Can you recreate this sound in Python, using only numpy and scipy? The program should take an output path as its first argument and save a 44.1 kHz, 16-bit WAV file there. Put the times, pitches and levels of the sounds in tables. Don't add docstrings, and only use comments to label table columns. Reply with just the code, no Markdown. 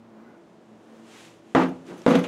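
import sys
import numpy as np
from scipy import signal
from scipy.fft import rfft, irfft, next_fast_len
from scipy.io import wavfile
from scipy.ndimage import uniform_filter1d, minimum_filter1d

SR = 44100
rng = np.random.default_rng(int(sys.argv[2]) if len(sys.argv) > 2 else 0)


def digitize_waveform(pressure):
    field = np.atleast_2d(pressure).T
    bounded = np.clip(field, -1, 1)
    quanta = np.round(bounded * 32767).astype(np.int16)
    wavfile.write(sys.argv[1], SR, quanta)


N = 100503
T = np.arange(N) / SR

# start_s, boom_gain_db, crash_gain_db, thump_gain_db, crash_decay_scale
STAMPS = [(1.5495, -3.5, -1.5, -29, 0.77), (2.0637, 2.5, -1.5, -24, 1)]
# frequency_hz, gain_db
CLACK_COLOUR = [(40, -54), (100, -37), (220, 14), (700, 6), (1500, 0), (2600, 4), (3900, -3.5),
                (5000, -18.5), (7000, -12), (15000, -48)]


def stamps():
    # pitch_hz, first_stamp_db, second_stamp_db, unscaled_t60_s
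    panel_modes = [(146.7, -0.5, -8, 0.14), (178.3, -10.5, -9, 0.7), (237.4, -13.5, -1, 0.36),
                   (260, -1.5, -3, 0.47), (275, -8.5, -7, 0.6), (320.6, -4.5, -14, 0.36),
                   (337.5, -13.5, -40, 0.42), (366.2, -6, -20, 0.42), (480, -5, 0.5, 0.35),
                   (502, -13.5, 0, 0.37), (555.4, -21, -1, 0.2), (651, -4, -3, 0.16),
                   (692, -7.5, -14, 0.29), (815, -13, -44, 0.42), (847, -9, -13, 0.35),
                   (939, -8.5, -7.5, 0.23), (1146, -8, -17, 0.24), (1160, -7.5, -20, 0.31)]
    # frequency_hz, gain_db
    crash_colours = [
        [(35, -51), (80, -20), (150, -11.5), (300, 1), (600, -3), (900, 0.5), (1200, -3), (2000, -14.5),
         (3200, -24.5), (5000, -35), (7000, -40), (11000, -56), (15000, -59)],
        [(35, -32), (80, -33), (150, 0), (300, 0.5), (420, -3), (600, -2.5), (800, -6.5), (1100, -7),
         (2000, -16.5), (3200, -24.5), (5000, -32), (7000, -37.5), (11000, -47), (15000, -63)],
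    ]
    # frequency_hz, unscaled_t60_s
    crash_decay = [(100, 0.36), (300, 0.34), (1000, 0.25), (3000, 0.32), (12000, 0.27)]
    panel_trim_db, panel_decay_scale = -1.5, 0.65
    dent_hz, thump_hz, slap_s = 313.5, 59, 0.00026
    out = np.zeros(N)
    for k, (start, boom_db, crash_db, thump_db, crash_scale) in enumerate(STAMPS):
        for m, (hz, *stamp_db, t60) in enumerate(panel_modes):
            onset = start + rng.uniform(0, 0.00606)
            bend = 0.31 * drift(per_s=30)
            tone = (-1) ** m * np.sin(2 * np.pi * hz * (T - onset) + bend)
            gain = from_db(panel_trim_db + boom_db + stamp_db[k])
            out += gain * tone * decay(onset, t60 * panel_decay_scale)
        out += from_db(crash_db) * band_decay(noise(crash_colours[k]), start, crash_decay, crash_scale)
        age = T - start
        dent = from_db(1) * np.sin(2 * np.pi * dent_hz * age) * decay(start, t60_s=0.031)
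        crack = from_db(-7) * noise(CLACK_COLOUR) * decay(start, t60_s=0.023)
        contact = np.maximum(age, 0) / slap_s
        slap = from_db(9.5) * 2 * contact ** 2 * (1 - contact / 3) * np.exp(-contact)
        thump = from_db(thump_db) * np.sin(2 * np.pi * thump_hz * age) * decay(start, t60_s=0.045)
        out += dent + crack + slap + thump
    return out


def clacks():
    # start_s, level_db, t60_s
    knocks = [(1.586, -34, 0.04), (1.605, -46, 0.036), (1.632, -33.5, 0.064), (2.106, -18, 0.089),
              (2.1518, -19.5, 0.054), (2.19, -37, 0.068), (2.24, -29.5, 0.15)]
    return noise(CLACK_COLOUR) * sum(from_db(db) * decay(start, t60) for start, db, t60 in knocks)


def jingles():
    # start_s, level_db
    bursts = [(1.588, -45.5), (1.63, -62), (1.686, -60.5), (1.975, -55), (2.089, -33), (2.105, -40),
              (2.152, -45), (2.187, -47), (2.234, -51)]
    # pitch_hz, gain_db, t60_s
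    bit_modes = [(6120, 5, 0.0071), (6340, -3.5, .012), (9600, -1, 0.0045), (10650, 0, 0.017),
                 (11100, -14, 0.0068), (12250, -4, 0.021), (12950, -23, .012)]
    shimmer = resonances(ticks(per_s=3000), bit_modes)
    return shimmer * sum(from_db(db) * decay(start, t60_s=0.099) for start, db in bursts)


def rust_crunch():
    band = signal.butter(2, [2200, 7500], "band", fs=SR, output="sos")
    grains = rms_one(signal.sosfilt(band, ticks(per_s=1800) + 1e-18))
    return from_db(-40.5) * grains * sum(decay(start, t60_s=0.33) for start, *_ in STAMPS)


def weight_shift():
    # peak_s, half_width_s, level_db
    swells = [(0.956, 0.018, -62), (1.918, 0.025, -37), (1.99, 0.065, -48.5)]
    # frequency_hz, gain_db
    flex_colour = [(60, -31), (130, -14), (180, -3.5), (280, -7.5), (350, 3.5), (430, -7.5), (700, -13.5),
                   (1300, -19), (3000, -35), (10000, -63)]
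    # start_s, level_db
    snaps = [(1.82, -62), (1.867, -51), (2.018, -42.5)]
    # frequency_hz, gain_db
    snap_colour = [(500, -8), (3500, -5), (7000, -4), (15000, -34)]
    flexing = sum(from_db(db) / (1 + ((T - peak) / width) ** 2) for peak, width, db in swells)
    snapping = sum(from_db(db) * decay(start, t60_s=0.014) for start, db in snaps)
    return noise(flex_colour) * flexing + noise(snap_colour) * snapping


def clothes():
    # time_s, level_db
    denim_levels = [(0, -74), (.75, -71), (.9, -67), (1.04, -63), (1.12, -53.5), (1.21, -51), (1.28, -54),
                    (1.35, -62), (1.42, -68), (1.53, -63), (1.85, -64.5), (1.885, -53.5), (1.95, -58),
                    (2.05, -56.5), (2.28, -57)]
    # frequency_hz, gain_db
    denim_colour = [(200, -33), (700, -3), (1500, 3), (3000, 3.5), (4800, -4), (7000, -3), (10500, -12.5),
                    (15000, -27)]
    # time_s, level_db
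    scuff_levels = [(0, -62.5), (.2, -54), (.33, -56.5), (.45, -64), (.75, -62), (.96, -54.5), (1.1, -57),
                    (1.28, -58), (1.45, -65), (2.28, -54)]
    # frequency_hz, gain_db
    scuff_colour = [(100, -44), (300, 6), (900, -1), (1600, -9), (2500, -21), (8000, -39)]
    swish = fader(denim_levels) * noise(denim_colour)
    roughness = from_db(0.5 * drift(per_s=82))
    return swish * roughness + fader(scuff_levels) * noise(scuff_colour)


def squeak(peak_s=0.28, width_s=0.079, level_db=-62.5):
    # pitch_hz, gain_db, t60_s
    modes = [(1470, 8, 0.076), (2040, -2, .04), (5650, -17, 0.049)]
    swell = np.exp(-((T - peak_s) / width_s) ** 2 / 2)
    return from_db(level_db) * resonances(rng.standard_normal(N), modes) * swell


def room_tail(x, wet_db=-24):
    # frequency_hz, t60_s
    room_decay = [(100, 1), (500, 0.54), (2000, 0.28), (10000, 0.45)]
    tail = band_decay(rng.standard_normal(N), 0.02, room_decay)
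    return from_db(wet_db) * signal.fftconvolve(x, tail / np.sqrt(np.sum(tail ** 2)))[:N]


def room_tone(air_db=-54, waver=0.68):
    # pitch_hz, level_db
    partials = [(113, -68.5), (225, -57), (334, -62.5)]
    # frequency_hz, gain_db
    air_colour = [(30, -18), (70, -6), (115, -14.5), (160, -1.5), (300, -1.5), (600, -6.5), (1200, -17.5),
                  (2500, -28), (6000, -38.5), (15000, -60.5)]
    hum = 0
    for hz, db in partials:
        gain = from_db(db) * np.sqrt(2) * (1 + waver * drift(per_s=9.84))
        hum += gain * np.sin(2 * np.pi * hz * T + 2 * waver * drift(per_s=9.06))
    return from_db(air_db) * noise(air_colour) + hum


def from_db(db):
    return 10 ** (np.asarray(db) / 20)


def rms_one(x):
    return x / np.sqrt(np.mean(x ** 2) + 1e-20)


def fader(curve):
    return from_db(np.interp(T, *np.transpose(curve)))


def decay(start_s, t60_s, contact_s=0.0003):
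    age = np.maximum(T - start_s, 0)
    rise = 1 - np.exp(-np.minimum(age / contact_s, 6) ** 2)
    return rise * from_db(-60 * np.minimum(age / t60_s, 4))


def drift(per_s):
    return rms_one(np.interp(T * per_s, np.arange(200), rng.standard_normal(200)))


def ticks(per_s):
    return (rng.random(N) < per_s / SR) * rng.standard_normal(N)


def noise(colour):
    size = next_fast_len(N, real=True)
    hz = np.maximum(np.fft.rfftfreq(size, 1 / SR), 1)
    points_hz, points_db = np.transpose(colour)
    gain = from_db(np.interp(np.log(hz), np.log(points_hz), points_db)) * hz / (hz + 20)
    return rms_one(irfft(rfft(rng.standard_normal(size)) * gain)[:N])


def band_decay(x, start_s, bands, scale=1):
    size = next_fast_len(N, real=True)
    hz = np.maximum(np.fft.rfftfreq(size, 1 / SR), 1)
    spectrum = rfft(x, size)
    centres, t60s = np.transpose(bands)
    out = 0
    for share, t60 in zip(np.eye(len(t60s)), t60s):
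        weight = np.interp(np.log(hz), np.log(centres), share)
        out += irfft(spectrum * weight, size)[:N] * decay(start_s, t60 * scale)
    return out


def resonances(x, modes):
    out = 0
    for hz, db, t60 in modes:
        radius, angle = from_db(-60 / (t60 * SR)), 2 * np.pi * hz / SR
        feedback = [1, -2 * radius * np.cos(angle), radius ** 2]
        out += from_db(db) * rms_one(signal.lfilter([0, np.sin(angle)], feedback, x + 1e-18))
    return rms_one(out)


def excess_db(x, threshold_db, release_db_per_s):
    over = np.maximum(20 * np.log10(np.abs(x) + 1e-9) - threshold_db, 0)
    return np.maximum.accumulate(over + release_db_per_s * T) - release_db_per_s * T


def scene():
    floor = stamps() + clacks() + jingles() + rust_crunch() + weight_shift()
    return (floor + room_tail(floor) + clothes() + squeak() + room_tone())[None]


def record(dry):
    compress_attack_s, limit_attack_s = 0.0095, 0.0008
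    low_cut_hz, high_cut_hz = 110, 15600
    lag = np.exp(-1 / (compress_attack_s * SR))
    duck_db = excess_db(dry[0], threshold_db=-5, release_db_per_s=255)
    x = dry[0] * from_db(-signal.lfilter([1 - lag], [1, -lag], duck_db))
    x = signal.sosfilt(signal.butter(2, low_cut_hz, "high", fs=SR, output="sos"), x)
    span = int(limit_attack_s * SR)
    limit_db = minimum_filter1d(-excess_db(x, threshold_db=-6, release_db_per_s=1200), 2 * span)
    x = x * from_db(uniform_filter1d(uniform_filter1d(limit_db, span), span))
    return signal.sosfilt(signal.ellip(10, .1, 80, high_cut_hz, fs=SR, output="sos"), x)[None]


dry = scene()
out = record(dry)
digitize_waveform(out)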